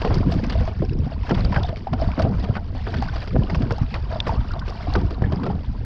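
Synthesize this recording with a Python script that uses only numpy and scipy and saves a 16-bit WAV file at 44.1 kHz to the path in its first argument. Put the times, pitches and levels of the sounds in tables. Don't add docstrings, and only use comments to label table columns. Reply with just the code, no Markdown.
import sys
import numpy as np
from scipy import signal
from scipy.fft import rfft, irfft, next_fast_len
from scipy.io import wavfile
from scipy.ndimage import uniform_filter1d, map_coordinates

SR = 44100
rng = np.random.default_rng(int(sys.argv[2]) if len(sys.argv) > 2 else 0)


def wav_out(sig):
    wavfile.write(sys.argv[1], SR, np.round(np.clip(np.atleast_2d(sig).T, -1, 1) * 32767).astype(np.int16))


N = 257976


def amp(db):
    return 10 ** (np.asarray(db) / 20)


def unit(x):
    return x / np.sqrt(np.mean(x ** 2) + 1e-20)


def add(track, start_s, sound):
    start = max(round(start_s * SR), 0)
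    track[start:start + len(sound)] += sound[:max(len(track) - start, 0)]


def wobble(rate_hz):
    knots = rng.standard_normal(int(N * rate_hz / SR) + 4)
    return map_coordinates(knots, [np.arange(N) * rate_hz / SR])


def colour(x, spectrum):
    size = 2 * next_fast_len(len(x) // 2 + 4096)
    hz, db = np.transpose(spectrum)
    gain = amp(np.interp(np.log(np.fft.rfftfreq(size, 1 / SR) + 1), np.log(hz), db))
    cepstrum = irfft(np.log(gain), size)
    cepstrum[1:size // 2] *= 2
    cepstrum[size // 2 + 1:] = 0
    return irfft(rfft(x, size) * np.exp(rfft(cepstrum)), size)[:len(x)]


def damped(t, attack_s, t60_s, onset_power=1):
    return (1 - np.exp(-(t / attack_s) ** onset_power)) * amp(-60 * t / t60_s)


def swells(rows, attack_s, release_s, calm_db):
    t = np.arange(N) / SR
    power = np.full(N, amp(calm_db) ** 2)
    for start_s, hold_s, level_db in rows:
        fade = np.maximum(start_s - t, 0) / attack_s + np.maximum(t - start_s - hold_s, 0) / release_s
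        power += (amp(level_db) * np.exp(-np.minimum(fade, 20))) ** 2
    return 10 * np.log10(power)


def bubbles(starts_s, centre_hz, spread_oct, cycles, scatter_db, rise, samples):
    pitch, strength, life = rng.random((len(starts_s), 3)).T[:, :, None]
    hz = centre_hz * 2 ** (spread_oct * (2 * pitch - 1))
    turns = hz * np.arange(samples) / SR
    age = turns / (cycles * (.5 + life))
    envelope = amp(-60 * age) * (1 - np.exp(-2 * turns))
    rings = envelope * np.sin(2 * np.pi * turns * (1 + rise * np.minimum(age, 1)))
    rings *= amp(scatter_db * strength ** 2) * np.sqrt(hz)
    index = (starts_s[:, None] * SR).astype(int) + np.arange(samples)
    return np.bincount(index.ravel(), rings.ravel())


def cloud(count, **kind):
    rings = bubbles(rng.random(count) * N / SR, **kind)
    return unit(np.pad(rings, (0, N))[:N])


def burst(count, swell_s, foam_db, **kind):
    t = np.arange(SR // 10) / SR
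    starts_s = swell_s * rng.gamma(np.sqrt(2), size=count)
    rings = np.pad(bubbles(starts_s, **kind), (0, len(t)))[:len(t)]
    foam = rng.standard_normal(len(t)) * t * np.exp(-t / swell_s)
    return unit(unit(rings) + amp(foam_db) * unit(foam)) / np.sqrt(10)


def smack(corner_hz, attack_s, t60_s):
    t = np.arange(SR // 10) / SR
    impact = rng.standard_normal(len(t)) * damped(t, attack_s, t60_s)
    band = signal.butter(2, [corner_hz / 5, corner_hz], "bandpass", fs=SR)
    return unit(signal.lfilter(*band, impact)) / np.sqrt(10)


# time_s, level_db
BREEZE = [(0, -30), (.1, -23.5), (.9, -30), (1.2, -31), (1.5, -24.5), (1.8, -33), (2.5, -30.5),
          (2.7, -31.5), (2.84, -31), (4.7, -29), (4.8, -36), (4.9, -25), (5.85, -35)]
# frequency_hz, gain_db
WIND_SPECTRUM = [(10, -15), (25, -2.5), (45, -2), (85, -1.5), (130, -10.5), (250, -28), (600, -57),
                 (2000, -77.5)]


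def wind():
    times_s, levels_db = np.transpose(BREEZE)
    level_db = np.interp(np.arange(N) / SR, times_s, levels_db)
    eddies = amp(2 * wobble(12))
    return amp(level_db) * unit(eddies * colour(rng.standard_normal(N), WIND_SPECTRUM))


# start_s, hold_s, gurgle_db, spray_db
CHURNS = [(0.0, 0.18, -33.5, -45), (0.273, 0.4, -40, -47.5), (1.05, 0.083, -42, -58.5),
          (1.236, 0.18, -39.5, -45), (1.497, 0.13, -38, -48), (2, 0.23, -36.5, -48.5),
          (2.332, 0.15, -38, -50), (2.784, 0.015, -42, -44.5), (2.88, 0.33, -38.5, -45.5),
          (3.393, 0.44, -40.5, -50), (3.926, 0.074, -44, -48), (4.115, 0.017, -32, -45.5),
          (4.282, 0.0095, -31, -43.5), (4.39, 0.62, -42, -54.5), (4.688, 0.02, -42.5, -49),
          (4.81, 0.18, -35.5, -50.5), (5.177, 0.35, -39.5, -61)]


def churn_levels():
    starts_s, holds_s, gurgles_db, sprays_db = np.transpose(CHURNS)
    timing = dict(attack_s=0.023, release_s=0.088)
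    gurgle_db = swells(zip(starts_s, holds_s, gurgles_db), calm_db=-49.5, **timing)
    spray_db = swells(zip(starts_s, holds_s, sprays_db), calm_db=-55, **timing)
    return gurgle_db, spray_db


# frequency_hz, gain_db
GURGLE_SPECTRUM = [(200, -35.5), (500, -8.5), (680, -1), (950, 3.5), (1400, -4.5), (2200, -19), (5000, -40)]


def gurgle(level_db):
    rings = cloud(1600, centre_hz=1000, spread_oct=1.05, cycles=30, scatter_db=11, rise=.1, samples=3000)
    churn = amp(5) * rng.standard_normal(N)
    return amp(level_db) * unit(colour(rings + churn, GURGLE_SPECTRUM))


# frequency_hz, gain_db
SPRAY_SPECTRUM = [(400, -29.5), (1200, 9), (2000, 4.5), (3000, 3), (5000, -0.5), (8000, 0.5), (15000, 0)]


def spray(level_db):
    fizz = cloud(5500, centre_hz=3000, spread_oct=1.1, cycles=40, scatter_db=13, rise=.05, samples=900)
    hiss = amp(3) * rng.standard_normal(N)
    ticks = cloud(500, centre_hz=10500, spread_oct=.35, cycles=16, scatter_db=18, rise=.05, samples=150)
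    flurries = amp(-9 + 4 * wobble(25))
    clumps_db = 1.8 * wobble(45)
    return amp(level_db + 4 + clumps_db) * unit(colour(fizz + hiss + flurries * ticks, SPRAY_SPECTRUM))


# start_s, hold_s, level_db
BOW_WAVES = [(0.07, 0.32, -27.5), (0.44, 0.16, -32), (0.79, 0.014, -34.5), (0.91, 0.14, -33),
             (1.32, 0.29, -30), (1.93, 0.14, -32), (2.22, 0.092, -28.5), (2.4, 0.14, -32.5),
             (2.92, 0.11, -34), (3.35, 0.056, -26), (3.51, 0.15, -29.5), (4.295, 0.018, -29.5),
             (4.975, 0.064, -27), (5.21, 0.33, -31.5)]
# frequency_hz, gain_db
WASH_SPECTRUM = [(40, -32), (90, 11), (150, 2), (220, 2), (330, -7.5), (500, -7), (800, -18), (2000, -63)]


def wash():
    level_db = swells(BOW_WAVES, attack_s=0.021, release_s=0.057, calm_db=-41.5)
    knocks = cloud(2000, centre_hz=295.6, spread_oct=1.154, cycles=6.8, scatter_db=11.5,
                   rise=0.14, samples=2400)
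    return amp(level_db + 2) * unit(colour(knocks, WASH_SPECTRUM))


# start_s, hold_s, level_db
TROUGHS = [(0.14, 0.15, -29.5), (0.545, 0.038, -20.5), (0.99, 0.055, -29), (1.4, .2, -32),
           (1.96, 0.14, -29), (2.21, 0.03, -22.5), (2.37, 0.013, -23), (3.31, 0.1, -23),
           (3.56, 0.091, -31.5), (4.0, 0.071, -29.5), (4.37, 0.035, -22.5), (4.89, 0.15, -28.5),
           (5.21, 0.12, -32), (5.68, 0.032, -22.5), (5.8, 0.037, -25.5)]
# frequency_hz, gain_db
BOOM_SPECTRUM = [(12, -15.5), (25, -10.5), (45, 1), (75, 0.5), (110, -6.5), (180, -24), (500, -66.5)]


def heave():
    level_db = swells(TROUGHS, attack_s=0.011, release_s=0.029, calm_db=-42)
    boom = unit(colour(rng.standard_normal(N), BOOM_SPECTRUM))
    return amp(level_db) * unit(np.tanh(.5 * boom))


# start_s, body_db, pitch_hz, spray_db
SIDE_SLAPS = [(0.017, -22, 834, -32.5), (0.048, -13, 559, -34), (0.106, -16, 560, -57),
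              (0.139, -23, 613, -46), (0.319, -40, 633, -32.5), (0.498, -23, 886, -31),
              (0.605, -25, 647, -42), (0.676, -25.5, 788, -42.5), (0.82, -18.5, 419, -60),
              (1.293, -20, 1180, -32), (1.308, -12, 659, -34), (1.376, -20, 864, -45),
              (1.447, -25.5, 727, -40), (1.523, -21, 1050, -42), (1.543, -19.5, 1360, -37),
              (1.561, -10.5, 1090, -38.5), (1.687, -24, 847, -39), (1.93, -23.5, 733, -36),
              (2.178, -18, 381, -55), (2.196, -16.5, 692, -47), (2.219, -25, 677, -32),
              (2.25, -15, 411, -59), (2.553, -19.5, 1510, -48), (2.565, -17.5, 888, -43),
              (2.75, -27.5, 434, -51), (2.868, -21, 810, -44), (2.939, -20, 1063, -35.5),
              (3.022, -27.5, 906, -49), (3.158, -25, 930, -39), (3.224, -26, 1020, -40.5),
              (3.355, -25.5, 1204, -55), (3.498, -19, 1050, -37.5), (3.546, -20, 890, -34.5),
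              (3.707, -14.5, 859, -35), (3.94, -19.5, 1234, -33.5), (3.953, -22, 1025, -44),
              (4.269, -16, 879, -36), (4.953, -11.5, 811, -30.5), (5.108, -24.5, 500, -52),
              (5.219, -19, 406, -43), (5.321, -20.5, 550, -38), (5.433, -21, 640, -38.5),
              (5.464, -18, 650, -40.5)]
# frequency_hz, gain_db
SLAP_SPECTRUM = [(100, -2), (250, 2.5), (600, -3.5), (1500, -5), (2400, -11.5), (5000, -30.5)]


def slaps(rows):
    body, thrown = np.zeros(N), np.zeros(N)
    for start_s, body_db, pitch_hz, spray_db in rows:
        crack = smack(corner_hz=2 * pitch_hz, attack_s=0.000083, t60_s=0.032)
        cluster = burst(14, swell_s=0.0051, foam_db=-11.5, centre_hz=pitch_hz, spread_oct=1.033,
                        cycles=44, scatter_db=-2, rise=0.082, samples=2400)
        droplets = burst(12, swell_s=0.0033, foam_db=4.5, centre_hz=3400, spread_oct=0.92,
                         cycles=11, scatter_db=5, rise=0.03, samples=900)
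        add(body, start_s, amp(body_db - 4.5) * (crack + cluster))
        add(thrown, start_s, amp(spray_db) * droplets)
    return colour(body, SLAP_SPECTRUM) + colour(thrown, SPRAY_SPECTRUM)


def laps(gurgle_db, spray_db, count):
    place, strength, pitch = rng.random((count, 3)).T
    at = ((np.arange(count) + place) * N / count).astype(int)
    scatter_db = 1.5 * (1 - 2 * strength)
    pitch_hz = 880 * 2 ** (pitch - .5)
    return list(zip(at / SR, gurgle_db[at] + 14 + scatter_db, pitch_hz, spray_db[at] + 11.5 + scatter_db))


# start_s, level_db, pitch_hz
DECK_DROPS = [(0.076, -22, 2570), (0.466, -26, 6000), (0.501, -28, 4100), (0.85, -30, 5430),
              (0.895, -24, 2700), (0.933, -29.5, 5240), (0.989, -31.5, 5570), (1.407, -23.5, 4080),
              (1.45, -21.5, 4600), (1.635, -19, 3530), (1.76, -24, 2220), (2.015, -25, 5170),
              (2.117, -22, 2310), (3.435, -23.5, 2990), (3.547, -18, 2680), (3.942, -19, 1780),
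              (4.2027, -3.5, 3540), (4.537, -29, 4030), (4.593, -24.5, 3520), (4.938, -19.5, 4300),
              (5.145, -30.5, 3970), (5.359, -30, 4960)]


def drops(attack_s=0.00016, t60_s=0.01):
    track, t = np.zeros(N), np.arange(SR // 25) / SR
    for start_s, level_db, pitch_hz in DECK_DROPS:
        ping = np.sin(2 * np.pi * pitch_hz * t) * damped(t, attack_s, t60_s)
        click = smack(corner_hz=5950, attack_s=attack_s, t60_s=t60_s)
        add(track, start_s, amp(level_db - 1.5) * ping)
        add(track, start_s, amp(level_db - 25) * click)
    return track


# start_s, level_db, nominal_pitch_hz
HULL_THUMPS = [(0.108, -9.5, 110), (0.267, -8.5, 131), (0.355, -10.5, 181), (0.801, -10, 152),
               (0.907, -12, 102.6), (0.998, -9.5, 96), (1.316, -9, 164), (1.365, -10.5, 108),
               (1.452, -13, 129), (1.567, -10, 102), (1.69, -14.5, 120), (1.922, -11, 135),
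               (2.071, -9.5, 103), (2.239, -9, 125.3), (2.494, -5.5, 118.4), (3.384, -7.5, 140),
               (3.629, -11, 138), (3.711, -10.5, 104), (3.812, -6.5, 122), (4.39, -8, 92.5),
               (5.044, -8.5, 107), (5.217, -5, 124), (5.244, -10.5, 106.5), (5.327, -9.5, 137)]


def thumps(sag=0.25, sag_s=0.0055):
    track, t = np.zeros(N), np.arange(SR // 6) / SR
    envelope = damped(t, attack_s=0.0041, t60_s=0.052, onset_power=2)
    pitch_ratio = 1 + sag * (np.exp(-t / sag_s) - .5)
    for start_s, level_db, nominal_pitch_hz in HULL_THUMPS:
        phase = 2 * np.pi * nominal_pitch_hz * np.cumsum(pitch_ratio) / SR
        offsets = rng.uniform(0, 2 * np.pi, 2)
        wall = envelope * (np.sin(phase + offsets[0]) + amp(-14.5) * np.sin(2.21 * phase + offsets[1]))
        add(track, start_s, amp(level_db - 4) * wall / np.abs(wall).max())
    return track


# start_s, level_db
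CASE_SPITS = [(0.142, -34), (0.315, -36.5), (0.339, -36.5), (0.497, -39.5), (1.446, -39), (1.631, -40),
              (2.218, -37.5), (3.021, -36.5), (3.554, -39.5), (3.72, -36.5), (3.782, -41.5), (4.281, -36.5),
              (4.517, -42.5), (4.591, -41), (4.695, -41), (4.936, -38)]


def spits():
    track = np.zeros(N)
    for start_s, level_db in CASE_SPITS:
        droplets = burst(6, swell_s=.0025, foam_db=-3, centre_hz=7600, spread_oct=.6,
                         cycles=7, scatter_db=12, rise=.03, samples=300)
        add(track, start_s, amp(level_db + 3) * droplets)
    return track


# start_s, level_db, pitch_hz
HULL_GLUGS = [(0.157, -24, 351), (0.268, -17, 292), (0.345, -24.5, 287), (0.47, -18.5, 241),
              (0.607, -23, 490), (0.82, -19.5, 372), (0.907, -24.5, 320), (0.985, -17.5, 200),
              (1.563, -28.5, 262), (1.931, -16, 240), (2.745, -28.5, 264), (2.992, -16, 219),
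              (3.36, -17, 252), (3.6, -20.5, 235.5), (3.829, -21, 247), (4.879, -22, 275),
              (4.957, -16.5, 348), (5.324, -19, 362), (5.69, -24, 228)]


def glugs(rise_per_s=3.0):
    track, t = np.zeros(N), np.arange(SR // 7) / SR
    envelope = damped(t, attack_s=0.0038, t60_s=0.068, onset_power=2)
    for start_s, level_db, pitch_hz in HULL_GLUGS:
        climb = 1 + rise_per_s * t * rng.random()
        phase = 2 * np.pi * (pitch_hz * t * climb + rng.random())
        add(track, start_s, amp(level_db - 2.5) * np.sin(phase) * envelope / envelope.max())
    return track


# start_s, level_db, pitch_hz
AIR_PLOPS = [(0.32, -22, 667), (0.554, -20, 640), (0.678, -25, 623), (1.119, -27.5, 638),
             (1.394, -28.5, 593), (1.527, -17.5, 977), (1.644, -19.5, 740), (1.649, -33, 3620),
             (1.727, -22.5, 634), (1.87, -16.5, 822), (1.933, -17.5, 740), (2.0, -25, 750),
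             (2.019, -15, 640), (2.197, -13, 605), (2.265, -20, 632), (2.489, -22.5, 574),
             (3.023, -15.5, 743), (3.086, -25.5, 1480), (3.782, -24, 830), (4.124, -21.5, 621),
             (4.158, -21, 597), (4.293, -12.5, 897), (4.321, -22.5, 650), (4.508, -27.5, 1390),
             (4.535, -27, 1200), (4.561, -26.5, 637), (4.616, -29.5, 1520), (4.87, -22, 724),
             (5.239, -24.5, 1745), (5.501, -18.5, 835)]


def plops(glide_per_s=3.6, slosh_s=.012):
    track, t = np.zeros(N), np.arange(SR // 10) / SR
    ring_envelope = damped(t, attack_s=0.0008, t60_s=0.045)
    slosh_envelope = (t / slosh_s) ** 2 * np.exp(-t / slosh_s)
    for start_s, level_db, pitch_hz in AIR_PLOPS:
        tremble = .42 * unit(uniform_filter1d(rng.standard_normal(len(t)), size=200))
        drift = 1 + glide_per_s * t * rng.uniform(-0.4, 1)
        ring = np.sin(2 * np.pi * pitch_hz * t * drift + tremble)
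        add(track, start_s, amp(level_db + 3.5) * ring * ring_envelope)
        band = signal.butter(2, pitch_hz * 2 ** np.array([-.15, .3]), "bandpass", fs=SR)
        slosh = unit(signal.lfilter(*band, rng.standard_normal(len(t))))
        add(track, start_s - slosh_s, amp(level_db - 16) * slosh * slosh_envelope)
    return track


# start_s, level_db, pitch_hz
AIR_CLAPS = [(0.677, -15.5, 694), (1.569, -11.5, 880), (1.934, -10, 940), (2.198, -22, 746),
             (2.554, -15, 1740), (3.024, -12.5, 960), (0.825, -12.5, 474), (3.356, -9.5, 494),
             (3.364, -6.5, 638), (4.952, -12, 1220)]


def claps(cycles=7):
    track, t = np.zeros(N), np.arange(SR // 25) / SR
    for start_s, level_db, pitch_hz in AIR_CLAPS:
        envelope = damped(t, attack_s=0.00013, t60_s=cycles / pitch_hz)
        add(track, start_s, amp(level_db) * np.sin(2 * np.pi * pitch_hz * t) * envelope)
    return track


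def scene():
    gurgle_db, spray_db = churn_levels()
    water = heave() + wash() + gurgle(gurgle_db) + spray(spray_db)
    hits = thumps() + glugs() + slaps(SIDE_SLAPS + laps(gurgle_db, spray_db, count=12))
    hits += claps() + plops() + drops() + spits()
    return (wind() + water + hits)[None]


# frequency_hz, gain_db
CASE_RESPONSE = [(20, 5), (480, 0.5), (560, -2.5), (660, 1.5), (850, -4), (3100, -0.5), (3600, -1.5),
                 (4100, -2), (4750, 3), (5400, -3), (6100, -14.5), (7000, -21), (9000, -35), (11000, -31.5),
                 (14000, -56)]


def record(dry):
    size, limit_hz = next_fast_len(N + SR // 4), 15100
    passband = np.fft.rfftfreq(size, 1 / SR) < limit_hz
    inside = colour(dry[0], CASE_RESPONSE)
    return irfft(rfft(inside, size) * passband, size)[None, :N]


dry = scene()
out = record(dry)
wav_out(out)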